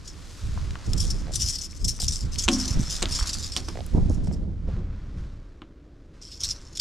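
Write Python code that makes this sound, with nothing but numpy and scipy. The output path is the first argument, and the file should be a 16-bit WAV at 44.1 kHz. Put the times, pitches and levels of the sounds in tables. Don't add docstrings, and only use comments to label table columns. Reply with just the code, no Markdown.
import sys
import numpy as np
from scipy import signal
from scipy.fft import rfft, irfft, next_fast_len
from scipy.io import wavfile
from scipy.ndimage import uniform_filter1d

SR = 44100
rng = np.random.default_rng(int(sys.argv[2]) if len(sys.argv) > 2 else 0)


def wav_out(sig):
    wavfile.write(sys.argv[1], SR, np.round(np.clip(np.atleast_2d(sig).T, -1, 1) * 32767).astype(np.int16))


N = 299958
TIME, BINS = np.arange(N) / SR, np.fft.rfftfreq(4096, 1 / SR)

# f/Hz, level/dB
NIGHT_SPECTRUM = [(30, -6), (200, -12.5), (290, -2), (420, -11), (570, -15), (850, -29.5), (15000, -61)]
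# t/s, level/dB
SWISH_LEVEL = [(0.0, -60.5), (0.64, -53.5), (1.29, -55.5), (1.82, -62.5), (2.39, -55), (2.58, -48),
               (2.97, -51), (3.22, -47), (3.35, -54), (4.3, -61.5), (4.47, -67.5), (4.92, -59),
               (5.7, -69.5), (6.17, -70.5), (6.55, -61), (6.8, -63.5)]
# f/Hz, level/dB
CLOTH_SPECTRUM = [(150, -8), (500, -5.5), (800, -7.5), (1150, -3.5), (2000, -7.5), (2800, -9.5),
                  (4200, -7.5), (5500, -8), (7200, -11.5), (10000, -20.5), (15000, -38)]
# t/s, tilt/(dB/octave)
SWISH_TILT = [(0, 0), (.35, 2), (.7, -1), (2.3, -1), (3.8, 1), (4.65, -4.5), (4.9, -6.5), (5.2, -3.5),
              (5.8, -5.5), (6.2, -3), (6.8, -2)]
# t/s, length/s, level/dB
SWEEPS = [(4.665, 0.079, -57), (5.158, 0.047, -60), (6.125, .025, -63.5), (6.4, 0.039, -58)]
# t/s, level/dB
BREEZE_LEVEL = [(0, -43), (1.7, -41), (2.4, -33), (3.5, -37.5), (4.6, -31), (5.35, -37.5), (5.65, -50),
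                (6.8, -44.5)]
# t/s, length/s, rumble/dB, flutter/dB
GUSTS = [(0.412, 0.3, -27, -48.5), (0.857, 0.31, -23.5, -38.5), (1.183, .32, -31, -45.5),
         (1.802, 0.053, -21, -37.5), (2.004, 0.12, -26, -47), (2.21, 0.06, -23.5, -47),
         (2.47, 0.27, -35.5, -43), (2.736, 0.045, -17.5, -32), (2.997, 0.13, -28, -44),
         (3.337, .08, -35.5, -44), (3.575, 0.43, -38.5, -49), (3.913, .22, -19, -29.5),
         (4.147, 0.32, -29, -35), (4.634, 0.27, -29, -41), (5.132, 0.092, -30, -43),
         (6.412, 0.12, -38, -55)]
# f/Hz, level/dB
RUMBLE_SPECTRUM = [(10, -11), (28, 1), (70, -2.5), (110, -9.5), (170, -19), (260, -28.5), (500, -59.5),
                   (1200, -94.5)]
# f/Hz, level/dB
FLUTTER_SPECTRUM = [(70, -0.5), (160, 9), (280, -0.5), (420, -8.5), (650, -17.5), (1000, -32), (2000, -45),
                    (5000, -67)]
# f/Hz, level/dB
SCUFF_SPECTRUM = [(90, -9), (180, 21.5), (290, 7), (450, -4), (950, -10.5), (1400, -35), (3000, -40.5),
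                  (8000, -58.5)]
# f/Hz, level/dB
CRACKLE_SPECTRUM = [(880, -52), (1500, -28), (2240, -19.5), (3410, -8), (3980, -9.5), (4840, -1.5),
                    (5500, 2), (6560, -4.5), (7370, -3), (8210, -8.5), (10200, -14), (11200, -21.5),
                    (12600, -23), (14500, -34.5), (15500, -53.5)]
# t/s, length/s, level/dB
STROKES = [(0.045, .06, -49.5), (0.842, 0.14, -50.5), (0.962, 0.11, -39), (1.053, 0.16, -50),
           (1.315, 0.096, -36.5), (1.394, 0.14, -32.5), (1.547, .11, -38), (1.69, 0.18, -50),
           (1.902, 0.073, -47), (2.012, 0.035, -30.5), (2.117, 0.043, -33.5), (2.172, 0.055, -42.5),
           (2.315, .04, -41), (2.388, 0.045, -36.5), (2.499, 0.061, -32.5), (2.578, .06, -35.5),
           (2.65, 0.083, -36), (2.787, 0.16, -41.5), (2.894, .075, -32), (3.083, 0.14, -34),
           (3.25, 0.034, -31.5), (3.329, .15, -36), (3.526, 0.064, -38), (3.639, 0.089, -50.5),
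           (4.103, .045, -52.5), (4.234, .03, -53.5), (4.317, 0.023, -51.5), (6.212, 0.34, -49),
           (6.401, 0.11, -37.5), (6.541, 0.19, -53.5), (6.75, 0.043, -38.5)]
# peak t/s, level/dB, fall/s, ring f/Hz
CREASES = [(.078, -36, 0.011, 5500), (0.934, -23, 0.0032, 5050), (0.98, -28, 0.0093, 5200),
           (1.004, -24.5, .02, 5170), (1.105, -26, 0.012, 5450), (1.338, -27.5, 0.015, 5360),
           (1.357, -19.5, 0.0085, 6200), (1.42, -23.5, 0.019, 5800), (1.461, -29, 0.0077, 5500),
           (1.499, -24, 0.013, 5760), (1.613, -32.5, 0.0084, 6000), (1.847, -22.5, 0.01, 5400),
           (1.884, -21.5, .02, 5540), (2.002, -26, 0.012, 4770), (2.083, -20, 0.012, 5670),
           (2.109, -27, 0.0053, 5590), (2.388, -23, 0.018, 5380), (2.439, -23, 0.013, 6130),
           (2.532, -28.5, 0.022, 5460), (2.68, -26, 0.013, 5480), (2.925, -26, 0.011, 5100),
           (3.122, -26, 0.021, 5400), (3.152, -24.5, 0.021, 5100), (3.226, -31, 0.011, 4530),
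           (3.273, -30, 0.0058, 5390), (3.294, -24, 0.0086, 4600), (3.332, -28, 0.014, 6200),
           (3.521, -30, 0.0067, 5170), (3.536, -31, 0.0056, 4900), (3.572, -26.5, 0.012, 4900),
           (3.687, -30.5, 0.0039, 5400), (4.096, -40.5, 0.0037, 6560), (6.319, -39, 0.026, 5170),
           (6.436, -20, 0.011, 5470), (6.447, -21.5, 0.012, 5000), (6.51, -27.5, 0.016, 5170),
           (6.758, -34, .005, 5300), (6.773, -25.5, 0.0052, 5300), (6.798, -18.5, .006, 4970)]
# t/s, tilt/(dB/octave)
CRACKLE_TILT = [(.1, 0), (1, 5.5), (1.45, 2.5), (1.87, 4.5), (2.6, 0.5), (3.1, 1), (3.55, -1.5), (4.1, 9),
                (4.4, 4), (6.2, -3.5), (6.8, -3)]
# f/Hz, side minus mid/dB
JACKET_WIDTH = [(2000, -2.5), (5400, -15), (8000, -12.5), (13000, -6)]
# t/s, pan/dB
SLEEVE_PAN = [(.8, 2), (1.35, 5), (2.85, 2), (3.05, 0.8), (6.8, -1.5)]
# t/s, level/dB, f/Hz
LURE_CLACKS = [(0.575, -37, 920), (.708, -41, 3720), (0.7552, -35, 1240), (.755, -43.5, 2800),
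               (1.73, -50, 2620), (1.991, -44.5, 1390), (2.3582, -35.5, 3530), (3.0567, -25.5, 3400),
               (3.352, -41.5, 1170), (3.864, -43, 9300)]
# t/s, level/dB, tilt/(dB/octave), hard crack/dB, deck boom/dB, hollow thud/dB, pan/dB
IMPACTS = [(0.9332, -34, 2, -8, -63.5, -43.5, 14), (2.481, -19, -1.5, -2.5, -33, -53, 3),
           (2.486, -13.5, 1, 4.5, -21, -33, 3.5), (2.4884, -22, 5, 1.5, -22, -38, -4.5),
           (2.524, -46, -2, 0.5, -22.5, -42, 1), (3.0223, -28.5, 2, -6, -48.5, -55, 11),
           (3.0268, -19.5, 3, -6.5, -38, -27, -2), (3.5649, -21, 5, -2.5, -39.5, -37, -4),
           (3.685, -33.5, -4.5, 1, -49, -44, -14), (5.6189, -37.5, -7, 7, -51, -53, 3)]
# f/Hz, level/dB
SLAP_SPECTRUM = [(80, -3.5), (300, 6), (560, -11), (1120, 0.5), (1900, -10.5), (2900, -1.5), (3900, -4.5),
                 (4500, -12), (5400, -12), (7600, -13.5), (9000, -20), (14000, -45.5)]
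# f/Hz, level/dB
CAVITY_SPECTRUM = [(150, -18.5), (330, 4.5), (520, -7.5), (720, -5), (900, -12.5), (1400, -13), (4000, -18),
                   (10000, -58.5)]
# f/Hz, level/dB, T60/s
DECK_MODES = [(208.6, -5, .7), (236, -8.5, 0.54), (261.3, -2.5, 0.59), (295, -1.5, 0.24), (333, -6.5, 0.33),
              (555, -17, 0.17), (740, -16, .28), (1080, -20, .2)]
# t/s, number of taps, gap/s, level/dB
FLURRIES = [(1.269, 4, 0.013, -39), (2.003, 2, 0.024, -41), (3.7562, 4, .0167, -33.5), (4.273, 2, .04, -39)]
# f/Hz, level/dB
TAP_SPECTRUM = [(150, -15.5), (400, 4), (720, 7.5), (1100, -13.5), (2100, -12), (3200, -20.5), (5000, -17),
                (10000, -48.5)]
# t/s, level/dB, f/Hz
JOLTS = [(1.449, -16.5, 69.6), (2.47, -15, 55), (2.715, -13, 71), (2.798, -11, 151), (3.225, -12, 44.2),
         (3.95, -12.5, 190), (4.062, -19, 170), (4.101, -17.5, 340), (4.288, -14, 123), (4.688, -24.5, 390)]
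# t/s, length/s, level/dB
PUFFS = [(3.941, .02, -26.5), (3.968, 0.02, -22), (4.095, 0.015, -25), (4.668, 0.033, -37)]
# f/Hz, level/dB
PUFF_SPECTRUM = [(90, 4), (200, 5), (400, -1), (950, -13.5), (1500, -34), (3000, -56), (8000, -69)]
# t/s, side gain/dB
STEREO_WIDTH = [(4.35, -0.5), (4.65, -8), (5.1, -35.5)]


def amp(db):
    return 10 ** (np.asarray(db) / 20)


def unit(x):
    return x / np.sqrt(np.mean(x ** 2) + 1e-20)


def curve(rows, t=TIME):
    return np.interp(t, *np.transpose(rows))


def shape(points, hz=BINS):
    f, db = np.transpose(points)
    return np.interp(np.log(hz + 1), np.log(f + 1), db)


def ring(db):
    log_gain = np.log(amp(np.maximum(db, db.max() - 100)))
    mirrored = np.concatenate([log_gain, log_gain[-2:0:-1]])
    return np.fft.ifft(np.exp(np.conj(signal.hilbert(mirrored)))).real[:2048]


def mode(hz, width_hz):
    return 1 / np.hypot(1, 2 * (BINS - hz) / width_hz)


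def noise(points):
    length = next_fast_len(N)
    gain = amp(shape(points, np.fft.rfftfreq(length, 1 / SR)))
    return unit(irfft(rfft(rng.standard_normal(length)) * gain, length)[:N])


def steadied(x, size):
    return x / np.sqrt(abs(uniform_filter1d(x ** 2, size)) + 1e-9)


def peak_rms(x):
    return np.sqrt(uniform_filter1d(x ** 2, size=176, mode="constant").max())


def ports(mid, side, pan_db):
    return np.array([mid + side, mid - side]) * amp([[pan_db / 2], [-pan_db / 2]])


def add(mix, s, sound):
    part = mix[:, max(round(s * SR), 0):][:, :sound.shape[-1]]
    part += sound[..., :part.shape[1]]


def lumps(per_s):
    values = np.clip(rng.standard_normal(4096), -2, 2)
    return unit(np.interp(TIME * per_s, np.arange(len(values)), values))


def gesture(length, attack_s, sag_db, release_s):
    t = np.arange(0, length + 6 * release_s, 1 / SR)
    hold = amp(sag_db * np.minimum(t / length, 1))
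    return np.minimum(t / attack_s, 1) * hold * np.exp(-np.maximum(t - length, 0) / release_s)


def movements(rows, **envelope):
    power = np.zeros((1, N))
    for s, length, db in rows:
        add(power, s, (amp(db) * gesture(length, **envelope)) ** 2)
    return np.sqrt(power[0])


def snaps(samples, per_s, spread_db, hiss):
    size = amp(spread_db * np.minimum(rng.exponential(1, samples), 4)) * rng.choice([-1, 1], samples)
    return unit(size * (rng.random(samples) < per_s / SR)) + hiss * rng.standard_normal(samples)


def night_air():
    return amp(-55.5) * ports(noise(NIGHT_SPECTRUM), .5 * noise(NIGHT_SPECTRUM), pan_db=3)


def swish():
    friction = [snaps(N, per_s=3000, spread_db=3.5, hiss=.79) for _ in range(2)]
    hz, t, spectra = signal.stft(friction, SR, nperseg=512)
    tilt_db = np.log2(np.maximum(hz, 1600) / 1600)[:, None] * curve(SWISH_TILT, t)
    spectra *= amp(shape(CLOTH_SPECTRUM, hz)[:, None] + tilt_db)
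    mid, side = signal.istft(spectra, SR, nperseg=512)[1][:, :N]
    sweeps = movements(SWEEPS, attack_s=.022, sag_db=1, release_s=.096)
    return amp(15.5) * np.hypot(amp(curve(SWISH_LEVEL)), sweeps) * ports(mid, .3 * side, pan_db=.5)


def wind():
    gusts, breeze = np.array(GUSTS), amp(curve(BREEZE_LEVEL))
    envelope = dict(attack_s=.03, sag_db=-3, release_s=.05)
    slow = np.hypot(breeze, movements(gusts[:, [0, 1, 2]], **envelope))
    fast = np.hypot(amp(-16) * breeze, movements(gusts[:, [0, 1, 3]], **envelope))
    rumble = ports(steadied(noise(RUMBLE_SPECTRUM), 2200), .5 * noise(RUMBLE_SPECTRUM), pan_db=-2)
    flutter = ports(steadied(noise(FLUTTER_SPECTRUM), 1400), .51 * noise(FLUTTER_SPECTRUM), pan_db=-7.5)
    eddies_db = 3 * lumps(per_s=45)
    scuff = ports(noise(SCUFF_SPECTRUM), .5 * noise(SCUFF_SPECTRUM), pan_db=-11.5)
    breakup = amp(-32.5 + eddies_db) * (fast / fast.max()) ** 1.78
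    return slow * rumble + fast * amp(.88 * eddies_db) * flutter + breakup * scuff


def crackle(grip, hz, zing_db):
    colour = ring(shape(CRACKLE_SPECTRUM) + zing_db * mode(hz, width_hz=300))
    slips = [steadied(snaps(len(grip), per_s=260, spread_db=2.2, hiss=.33), 550) for _ in range(2)]
    return np.array([signal.fftconvolve(slip * grip, colour) for slip in slips]) / np.linalg.norm(colour)


def sleeve_strokes():
    out = np.zeros((2, N))
    for s, length, db in STROKES:
        grip = gesture(length, attack_s=.0058, sag_db=.5, release_s=.023)
        zing_db = np.clip(7 - .3 * (db + 36.5), 3, 15)
        main = crackle(grip, 5320 * (1 + .017 * rng.standard_normal()), zing_db)
        lesser_hz = 5100 * np.exp(.22 * rng.standard_normal(3))
        lesser = sum(crackle(grip, hz, zing_db=9.5) for hz in lesser_hz) / np.sqrt(3)
        add(out, s, amp(db) * (amp(-2.5) * main + amp(-3.5) * lesser))
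    return out * amp(3 * lumps(per_s=90))


def creases():
    out = np.zeros((2, N))
    for s, db, fall, hz in CREASES:
        rise = .22 * fall
        t = np.arange(-2.5 * rise, 2.5 * fall + .004, 1 / SR)
        swell = np.exp(-abs(t / np.where(t < 0, rise, fall)) ** 1.2)
        zing_db = np.clip(9.5 - .29 * (db + 24.5), 4, 13)
        colour = ring(shape(CRACKLE_SPECTRUM) + zing_db * mode(hz, width_hz=390))
        slips = [steadied(snaps(len(t), per_s=1600, spread_db=1.1, hiss=.24), 220) for _ in range(2)]
        burst = np.array([signal.fftconvolve(slip * swell, colour) for slip in slips])
        add(out, s + t[0], amp(db) * burst * np.sqrt(np.sum(swell ** 2) / np.sum(burst[0] ** 2)))
    return out


def jacket():
    hz, t, spectra = signal.stft(creases() + sleeve_strokes(), SR, nperseg=256)
    patches = uniform_filter1d(rng.standard_normal(spectra.shape[1:]), size=3, axis=0)
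    wander_db = 3 * unit(uniform_filter1d(patches, size=16, axis=1))
    tilt_db = np.log2(np.clip(hz, 4100, 9000) / 5600)[:, None] * curve(CRACKLE_TILT, t)
    spectra *= amp(wander_db + tilt_db - 1.5)
    spectra[1] *= amp(shape(JACKET_WIDTH, hz))[:, None]
    mid, side = signal.istft(spectra, SR, nperseg=256)[1][:, :N]
    return ports(mid, side, 0) * amp(np.outer([.5, -.5], curve(SLEEVE_PAN)))


def blow(colour_db, splatter, splatter_s, echo, echo_s, pan_db, contact_s=.00045):
    t = np.arange(SR // 4) / SR
    decay = np.exp(-t / contact_s) + splatter * np.exp(-t / splatter_s) + echo * np.exp(-t / echo_s)
    mid, side = decay * rng.choice([-1, 1], (2, len(t)))
    sound = signal.fftconvolve(ports(mid, .17 * side, pan_db), ring(colour_db)[None], axes=1)
    return sound / peak_rms(sound.mean(0))


def lure():
    out = np.zeros((2, N))
    for s, db, hz in LURE_CLACKS + rattle():
        colour = 20 * np.log10(mode(hz, .48 * hz) ** 2 + .18 * mode(1.5 * hz, 1.1 * hz) ** 2)
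        clack = blow(colour, splatter=.25, splatter_s=.0017, echo=.031, echo_s=.017, pan_db=1.5)
        add(out, s, amp(db) * clack)
    return out


def deck_impacts():
    out, t = np.zeros((2, N)), np.arange(SR) / SR
    octaves = np.log2(np.clip(BINS, 550, 7500) / 550)
    crack = mode(hz=2860, width_hz=680)
    for s, db, tilt, crack_db, boom_db, thud_db, pan_db in IMPACTS:
        colour = shape(SLAP_SPECTRUM) + tilt * octaves + crack_db * crack
        slap = blow(colour, splatter=.086, splatter_s=.002, echo=.19, echo_s=.01, pan_db=pan_db)
        add(out, s, amp(db) * slap)
        burst = rng.standard_normal(len(t)) * np.exp(-t / .03)
        thud = signal.fftconvolve(burst, ring(shape(CAVITY_SPECTRUM)))
        add(out, s, ports(amp(thud_db) * thud / peak_rms(thud), 0, pan_db=3))
        boom = sum(amp(level - 60 * t / t60) * np.sin(2 * np.pi * (hz * t + rng.random()))
                   for hz, level, t60 in DECK_MODES)
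        boom *= 1 - np.exp(-t / .003)
        add(out, s, ports(amp(boom_db) * boom / peak_rms(boom), 0, pan_db=0))
    return out


def tail_drumming(ends_db=-2.5):
    out = np.zeros((2, N))
    colour = shape(TAP_SPECTRUM)
    for start, taps, gap, db in FLURRIES:
        for k in range(taps):
            off_centre = (2 * k + 1) / taps - 1
            tap = blow(colour, splatter=.22, splatter_s=.0028, echo=.03, echo_s=.025, pan_db=-6.5)
            add(out, start + k * gap, amp(db + ends_db * off_centre ** 2) * tap)
    return out


def jolts():
    out = np.zeros((2, N))
    for s, db, hz in JOLTS:
        u = np.arange(-4, 4, np.pi * hz / SR)
        pulse = (1 - 2 * u ** 2) * np.exp(-u ** 2)
        add(out, s - 4 / (np.pi * hz), ports(amp(db - 2) * pulse, 0, pan_db=-5))
    return out


def rattle(count=8, start_s=3.191, gap_s=.019, gap_ratio=.9, db=-33, step_db=-2.3, hz=1332):
    k = np.arange(count)
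    gaps = gap_s * gap_ratio ** k
    pitches = hz * (1 + .058 * rng.standard_normal(count))
    return list(zip(start_s + np.cumsum(gaps) - gaps, db + step_db * k, pitches))


def puffs():
    force = movements(PUFFS, attack_s=.012, sag_db=-6, release_s=.0042)
    return force * ports(steadied(noise(PUFF_SPECTRUM), 500), .56 * noise(PUFF_SPECTRUM), pan_db=-13)


def scene():
    return (night_air() + jacket() + swish() + wind() + jolts() + puffs()
            + deck_impacts() + tail_drumming() + lure())


def record(dry, wide_above_hz=7500, edge_hz=15600):
    mid, side = dry.mean(0), (dry[0] - dry[1]) / 2
    top = signal.sosfiltfilt(signal.butter(6, wide_above_hz, "high", fs=SR, output="sos"), side)
    narrowed = ports(mid, top + amp(curve(STEREO_WIDTH)) * (side - top), 0)
    low_pass = signal.firwin(511, edge_hz, window=("kaiser", 9), fs=SR)
    return signal.oaconvolve(narrowed, low_pass[None], "same", axes=1)


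dry = scene()
out = record(dry)
wav_out(out)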